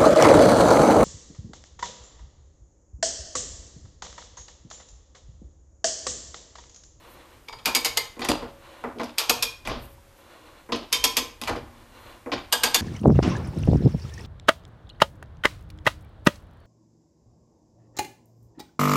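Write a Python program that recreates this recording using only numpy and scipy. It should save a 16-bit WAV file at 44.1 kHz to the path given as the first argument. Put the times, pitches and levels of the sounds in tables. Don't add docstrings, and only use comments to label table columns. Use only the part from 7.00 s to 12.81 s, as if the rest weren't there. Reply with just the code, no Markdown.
import sys
import numpy as np
from scipy import signal
from scipy.fft import rfft, irfft
from scipy.io import wavfile
from scipy.ndimage import uniform_filter1d

SR = 44100
rng = np.random.default_rng(int(sys.argv[2]) if len(sys.argv) > 2 else 0)


def to_wav(s):
    ch = np.atleast_2d(s).T
    pcm = np.round(np.clip(ch, -1, 1) * 32767)
    wavfile.write(sys.argv[1], SR, pcm.astype(np.int16))


def gain_from_db(level_db):
    decades = np.asarray(level_db, float) / 20
    return 10 ** decades


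N = 256220

# [f/Hz, level/dB, t60/s]
BENCH_MODES = [(259, 5, 0.21), (251.8, 14, 0.16), (294, -16, 0.052), (336.5, 1, 0.32), (470, 21.5, 0.11),
               (522, 20.5, 0.028), (649, 4.5, 0.23), (765.6, -2, 0.23), (849, -3.5, 0.18), (1053, 3.5, 0.1),
               (1390, -66, 0.058), (1990, -2, 0.093), (2373, 6, 0.023), (3590, -32, 0.15),
               (4460, -24, 0.12), (5030, -38, 0.18), (6800, -57, 0.45)]
# [f/Hz, density/dB per Hz]
THUD_SPECTRUM = [(88, -22), (150, -14), (304, 9), (376, 2), (501, -2), (561, 2.5), (748, -6), (6250, -43.5),
                 (6750, -39.5), (14500, -49.5)]
BENCH_SPREAD = 0.012


def colour(x, points):
    hz, db = np.transpose(points)
    grid_hz = np.maximum(np.fft.rfftfreq(4096, 1 / SR), 1)
    cepstrum = irfft(np.interp(np.log(grid_hz), np.log(hz), db) * np.log(10) / 20)
    cepstrum[1:2048] *= 2
    cepstrum[2049:] = 0
    impulse = irfft(np.exp(rfft(cepstrum)))[:2048]
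    return signal.fftconvolve(x, impulse)[:len(x)]


def unit(x):
    return x / np.sqrt(np.mean(x ** 2))


def walk(rate_hz):
    k = int(SR / rate_hz)
    steps = np.repeat(rng.standard_normal(N // k + 1), k)
    return uniform_filter1d(uniform_filter1d(steps, k), k)[:N]


def fade(t, t60):
    return np.exp(-np.log(1000) * t / np.maximum(t60, .01))


def swell(rows, attack_s, t60_s):
    t = np.arange(0, N, 64) / SR
    gain = 0
    for s, hold_s, db in rows:
        rise = fade(np.maximum(s - t, 0), attack_s)
        fall = fade(np.maximum(t - s - hold_s, 0), t60_s)
        gain = gain + gain_from_db(db) * rise * fall
    return np.interp(np.arange(N) / SR, t, gain)


def at_time(s, sound):
    return np.concatenate([np.zeros(int(s * SR)), sound, np.zeros(N)])[:N]


def place(s, sound, db):
    peak = np.sqrt(uniform_filter1d(sound ** 2, 128).max())
    return at_time(s, gain_from_db(db) / peak * sound)


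def ring(t, modes, spread, damping, rise_ms):
    scatter_db, blur_hz, longest_t60_s = 2.5, 14, 0.4
    wobble_db, wobble_ms = 5.5, 4.5
    hz, db, t60 = np.repeat(np.transpose(modes), 3, axis=1)[:, :, None]
    size, detune, phase = rng.standard_normal((3, len(hz), 1))
    slow_t = t[::8]
    rise = 1 - np.exp(-slow_t * np.sqrt(hz * 1000) / rise_ms)
    decay = fade(slow_t, damping * np.minimum(t60, longest_t60_s))
    step = int(wobble_ms * SR / 8000)
    touches = rng.standard_normal((len(hz), len(t) // 8 // step + 2))
    wobble = uniform_filter1d(np.repeat(touches, step, axis=1), step)[:, :len(slow_t)]
    envelope = gain_from_db(db + scatter_db * size + wobble_db * wobble) * rise * decay
    envelope = np.repeat(envelope, 8, axis=1)[:, :len(t)]
    partial_hz = hz + (spread * hz + blur_hz) * detune
    angle = (2 * np.pi * (partial_hz * t + phase)).astype(np.float32)
    return np.sum(envelope * np.sin(angle), axis=0)


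def blow(s, part_db, edges_hz, chatter_ms, build, spectrum, ringing, late_ms, rattle_db, rattle_ms,
         top_ms=1000):
    t = np.arange(len(ringing)) / SR
    push = t * 1000 / max(chatter_ms, .5)
    bounces = np.repeat(rng.exponential(size=len(t) // 130 + 1), 130)[:len(t)]
    rattle = gain_from_db(rattle_db) * np.exp(-t * 1000 / rattle_ms) * bounces
    chatter = (1 - build + 3 * build * push) * np.exp(-push)
    contact = rng.standard_normal(len(t)) * (chatter + rattle)
    sound = unit(colour(contact, spectrum)) + ringing
    below = []
    for hz in edges_hz:
        lowpass = signal.butter(4, hz, fs=SR, output="sos")
        below.append(signal.sosfiltfilt(lowpass, sound))
    parts = np.diff([0 * t] + below + [sound], axis=0)
    parts[0] *= 1 - np.exp(-t * 1000 / late_ms)
    parts[-1] *= np.exp(-t * 1000 / top_ms)
    peaks = np.sqrt(uniform_filter1d(parts ** 2, 128).max(axis=1))
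    return at_time(s, gain_from_db(np.array(part_db)) / peaks @ parts)


def gripped(s):
    # [start/s, modes [f/Hz, level/dB]]
    grips = [
        (0, [(479, 0), (1050, -5), (1760, -11), (2260, -6), (3670, -6), (4180, -10), (4645, -3), (4870, -2), (5200, -9), (6768, -9), (8680, -15)]),
        (1.6, [(490, -1), (1040, 0), (2450, -3), (3210, -5), (3410, -7), (3740, -7), (4640, -7), (4880, -2), (5460, -5), (6310, -9), (6765, -11)]),
        (3.2, [(474, 0), (1030, -3), (2220, -8), (3060, -6), (3600, -7), (4410, -9), (4890, -1), (5490, -6), (6290, -3), (6780, -11)]),
        (4.9, [(479, -2), (888, -1), (1630, 0), (3220, -5), (3410, -6), (3640, -5), (4620, -2), (4880, -2), (6770, -9)]),
    ]
    modes = [modes for start_s, modes in grips if start_s < s][-1]
    return [(hz, db, 0.38 * (hz / 1000) ** -0.25) for hz, db in modes]


def shop(x, wet_db):
    # [f/Hz, t60/s]
    shop_t60 = [(60, 1), (250, 0.27), (1000, 0.5), (4000, 0.38), (9000, 0.29), (14000, 0.29)]
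    t = np.arange(SR) / SR
    hz, t60 = np.transpose(shop_t60)
    echo = 0
    for mid_hz in 45 * 2 ** np.arange(9):
        edges_hz = [mid_hz / np.sqrt(2), min(mid_hz * np.sqrt(2), .45 * SR)]
        band = signal.butter(2, edges_hz, "band", fs=SR, output="sos")
        octave = signal.sosfilt(band, rng.standard_normal(SR))
        echo = echo + octave * fade(t, np.interp(np.log(mid_hz), np.log(hz), t60))
    echo *= 1 - np.exp(-t / 0.002)
    return x + gain_from_db(wet_db) * signal.fftconvolve(x, echo / np.linalg.norm(echo))[:N]


def hiss():
    # [f/Hz, density/dB]
    hiss_spectrum = [(88, -38), (150, -7), (355, -1), (438, -7), (551, -5), (680, -9.5), (807, -6),
                     (3800, -18), (13700, -22.5), (14500, -18)]
    return unit(colour(rng.standard_normal(N), hiss_spectrum)) * gain_from_db(-56.5 + 0.4 * walk(4.4))


def shaking():
    # [f/Hz, level/dB]
    rumble_spectrum = [(12, -38), (20, 8), (70, 9), (128, 4), (156, -8.5), (183, -47), (200, -10),
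                       (260, -4), (440, -120)]
    # [t/s, hold/s, level/dB]
    shakes = [(.15, 0.026, -53), (.55, .02, -48), (.69, 0.044, -45), (.9, 0.13, -47), (1.23, .02, -39),
              (1.3, 0.076, -37.5), (1.87, 0.017, -50), (2.02, .02, -50), (2.3, 0.19, -45.5),
              (2.69, 0.056, -29), (3.74, .03, -42), (3.98, 0.09, -42), (4.21, 0.013, -44),
              (4.5, 0.034, -28.5), (4.95, 0.18, -54), (5.34, .03, -41), (5.6, 0.22, -46)]
    tone = gain_from_db(np.interp(np.fft.rfftfreq(N, 1 / SR), *np.transpose(rumble_spectrum), right=-80))
    rumble = unit(irfft(rfft(rng.standard_normal(N)) * tone, N))
    still = gain_from_db(-53.5 + 1.4 * walk(15.0))
    return rumble * (swell(shakes, attack_s=0.15, t60_s=0.62) + still) * gain_from_db(-7.5)


def panels():
    # [t/s, f/Hz, level/dB, t60/s]
    panel_tones = [
        (1.29, 555, -47, 2.6),
        (1.288, 255, -21, .13),
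        (1.3, 305, -20, .19),
        (2.0, 262, -29, .2),
        (2.69, 555, -53, 2.6),
        (2.69, 250, -36, .45),
        (2.978, 965, -47, .08),
        (3.735, 300, -29, .17),
        (4.49, 237, -40, 1.1),
        (5.325, 290, -29, .17),
    ]
    rise_s = 0.0027
    s, hz, db, t60 = np.transpose(panel_tones)[:, :, None]
    since = np.maximum(np.arange(N) / SR - s, 0)
    envelope = gain_from_db(db) * (1 - np.exp(-since / rise_s)) * fade(since, t60)
    return np.sum(envelope * np.sin(2 * np.pi * hz * since), axis=0)


def sleeve():
    # [t/s, hold/s, level/dB]
    rustles = [
        (.11, 0.034, -55.5),
        (2.83, 0.024, -50),
        (2.9, .04, -58),
        (3.19, .01, -61),
        (5.0, .13, -62),
    ]
    fibres = rng.standard_normal(N) * gain_from_db(2 * rng.exponential(size=N))
    cloth = unit(colour(fibres, [(3000, -29.0), (8000, -1.0), (12500, 8)]))
    return cloth * swell(rustles, attack_s=0.17, t60_s=0.1)


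def dies():
    # [f/Hz, density/dB per Hz]
    scrape_spectrum = [(120, -40), (200, -18), (352, -0.5), (433, -30), (467, -2.5), (741, -7.5), (810, -8),
                       (1010, -5.5), (1610, -13.5), (2290, -15), (4500, -12.5), (4900, -21), (9100, -51),
                       (15400, -120)]
    # [f/Hz, width/Hz, level/dB]
    die_body = [(525, 180, -25), (1064, 150, -13), (1400, 200, -17), (1750, 150, -20), (2200, 300, -22),
                (2700, 120, -20), (3300, 130, -16), (3750, 130, -18), (4350, 130, -17)]
    # [start/s, hold/s, level/dB]
    cuts = [
        (0.0, 0.32, -49.5),
        (1.66, 0.15, -43.5),
        (3.22, 0.39, -48.5),
        (4.76, 0.073, -49.5),
        (4.95, .22, -45),
    ]
    grains = rng.standard_normal(N) * gain_from_db(1.8 * rng.exponential(size=N))
    body = colour(grains, scrape_spectrum)
    for hz, width_hz, db in die_body:
        resonance = unit(signal.lfilter(*signal.iirpeak(hz, hz / width_hz, SR), grains))
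        body = body + gain_from_db(db) * np.std(body) * resonance
    return unit(body) * swell(cuts, attack_s=0.33, t60_s=0.35) * gain_from_db(-5.0 + 2.5 * walk(24.6))


def jolts():
    # [t/s, level/dB]
    bench_jolts = [(0.658, -30), (0.751, -27.5), (0.848, -45), (0.969, -54), (2.182, -59), (2.29, -28),
                   (2.422, -44), (3.923, -39), (4.04, -31), (4.167, -30), (5.523, -40), (5.633, -30),
                   (5.743, -32.5)]
    out, t = 0, np.arange(SR // 4) / SR
    for s, db in bench_jolts:
        wood = unit(ring(t, BENCH_MODES[:4], BENCH_SPREAD, damping=1.0, rise_ms=5.6))
        out = out + blow(s, [db - 4.5, -150], [400], 7.5, 0.29, THUD_SPECTRUM, wood,
                         late_ms=11, rattle_db=19, rattle_ms=48)
    return out


def slack():
    # [t/s, vise/dB, bench/dB, steel/dB, top edge/dB]
    high_knocks = [(1.165, -47, -42.5, -66, -81), (1.193, -37.5, -35, -43, -43.5),
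                   (1.218, -29.5, -32.5, -31.5, -54), (1.247, -29, -37, -32, -33.5),
                   (1.287, -21.5, -20.5, -22.5, -26), (1.329, -37, -54, -53, -58),
                   (1.422, -38, -33, -80, -59), (1.492, -65, -62, -58, -74), (2.651, -41, -43, -38.5, -55),
                   (2.673, -28, -33, -33.5, -37), (2.695, -29.5, -30.5, -36, -94),
                   (4.415, -34.5, -39.5, -30.5, -31.5), (4.474, -25.5, -51, -31.5, -39),
                   (4.484, -27.5, -30.5, -47, -62), (4.509, -44, -35, -59, -68),
                   (4.559, -39, -32.5, -46, -55)]
    # [t/s, vise/dB, bench/dB, steel/dB, top edge/dB]
    low_knocks = [(1.839, -28.5, -30, -55, -61), (1.958, -62, -36, -71, -73), (1.985, -59, -46, -44.5, -58),
                  (1.996, -29, -29.5, -40, -55), (2.034, -50.5, -55, -40.5, -43.5),
                  (3.69, -39.5, -34, -76, -58), (3.721, -25, -26, -25.5, -47), (3.758, -38, -45, -50, -47),
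                  (5.26, -37.5, -31, -73, -60), (5.318, -27, -26.5, -29, -55),
                  (5.378, -36.5, -64, -43, -65)]
    edges_hz = [800, 2800, 5800]
    out, t = 0, np.arange(SR // 4) / SR
    for s, vise_db, bench_db, steel_db, top_db in high_knocks + low_knocks:
        chatter_ms = 3.4 + 0.7 * (vise_db - top_db)
        wood = gain_from_db(-0.5) * unit(ring(t, BENCH_MODES, BENCH_SPREAD, damping=1.0, rise_ms=3.8))
        out = out + blow(s, [bench_db, vise_db, steel_db, top_db], edges_hz, chatter_ms, 0.12,
                         THUD_SPECTRUM, wood, late_ms=4.8, rattle_db=-10.0, rattle_ms=56.5, top_ms=54)
        slim = [mode for mode in gripped(s) if mode[0] > edges_hz[1]]
        steel = ring(t, slim, 0.0065, damping=0.83, rise_ms=4.5)
        out = out + place(s, steel, steel_db - 10)
        body = ring(t, BENCH_MODES[:4], BENCH_SPREAD, damping=0.78, rise_ms=9.7)
        out = out + place(s, body, bench_db - 3)
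    return out


def pawl():
    # [t/s, steel/dB, handle bending/dB, chatter/ms, leading mode/Hz]
    snaps = [(0.4837, -37, 1, 2.7, 2340), (0.5261, -41, 2.5, 2.8, 920), (0.587, -47, -3, 10, 3225),
             (0.6564, -21, -6, 19, 2416), (0.749, -17.5, -11, 8.6, 2270), (0.847, -21, -7.5, 13, 2190),
             (0.9715, -19, -9, 3.5, 2077), (2.1824, -20.5, -12, 22.7, 4920), (2.2948, -16, -3.5, 3.2, 2540),
             (2.4242, -21, -14, 6.5, 2450), (3.9263, -19.5, -18.5, 15.4, 3120),
             (4.0398, -16.5, -11.5, 5.7, 3260), (4.1679, -19, -8.5, 8.1, 3350),
             (5.5246, -18, -5, 8.5, 1572), (5.634, -17.5, -7, 15.3, 1557), (5.7442, -15.5, -8.5, 5.9, 3510)]
    # [f/Hz, level/dB, t60/s]
    steel_modes = [(474, -10, 0.26), (915, -13, 0.28), (1061, 0, 0.052), (1620, -15, 0.23),
                   (1728, -19, 0.26), (2261, -17, 0.34), (2460, -14, 0.22), (3230, -10, 0.12),
                   (3413, -21, 0.37), (3650, -16, 0.28), (4662, -13, 0.22), (4877, -13, 0.29),
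                   (5496, -18, 0.31), (6250, -14, 0.18), (6761, -11, 0.19), (7634, -27, 0.32),
                   (8387, -22, 0.23), (8608, -19, 0.17), (11240, -18, 0.15), (12470, -23, 0.21),
                   (13010, -19, 0.11), (13590, -26, 0.17)]
    # [f/Hz, density/dB per Hz]
    crack_spectrum = [(120, -33), (200, -21.5), (809, -4), (1080, -2), (1660, -1.5), (2370, 4), (2690, 5.5),
                      (4950, 3.5), (9100, -27.5), (12600, -24.5), (14500, -35)]
    edges_hz = [1250, 7400]
    out, t = 0, np.arange(SR // 3) / SR
    thin = signal.butter(1, 1300, "high", fs=SR, output="sos")
    for s, db, low_db, chatter_ms, lead_hz in snaps:
        top_db = -0.5 + 0.96 * min(db + 21, 0)
        build = 2.08 / chatter_ms
        steel = gain_from_db(-16.0) * unit(ring(t, steel_modes, 0.006, damping=0.37, rise_ms=0.98))
        out = out + blow(s, [db + low_db, db, db + top_db], edges_hz, chatter_ms, np.clip(build, 0, 1),
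                         crack_spectrum, steel, late_ms=58.0, rattle_db=-12, rattle_ms=12)
        lead_db = 4.5 + 6 * min(build, 1)
        lead = gripped(s) + [(lead_hz, lead_db, 0.15)]
        leading = ring(t, lead, 0.0065, damping=0.76, rise_ms=0.8)
        out = out + place(s, signal.sosfilt(thin, leading), db - 2.5)
        out = out + blow(s - .006, [db - 21.5, db - 20.5, db - 34], edges_hz, 1.6, 1.0, crack_spectrum,
                         np.zeros(2000), late_ms=1.1, rattle_db=-33, rattle_ms=4.6)
    return out


def scene():
    background = hiss() + shaking() + panels()
    knocks = shop(slack() + jolts(), wet_db=-10.5)
    snapping = shop(pawl(), wet_db=-9.5)
    return (background + sleeve() + dies() + knocks + snapping)[None]


def roll_off(x):
    return signal.sosfilt(signal.butter(12, 15440, fs=SR, output="sos"), x)


def record(dry):
    lowpass = signal.ellip(9, .2, 60, 14250, fs=SR, output="sos")
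    mix = signal.sosfilt(lowpass, dry)
    return roll_off(mix)


dry = scene()
out = record(dry)
to_wav(out)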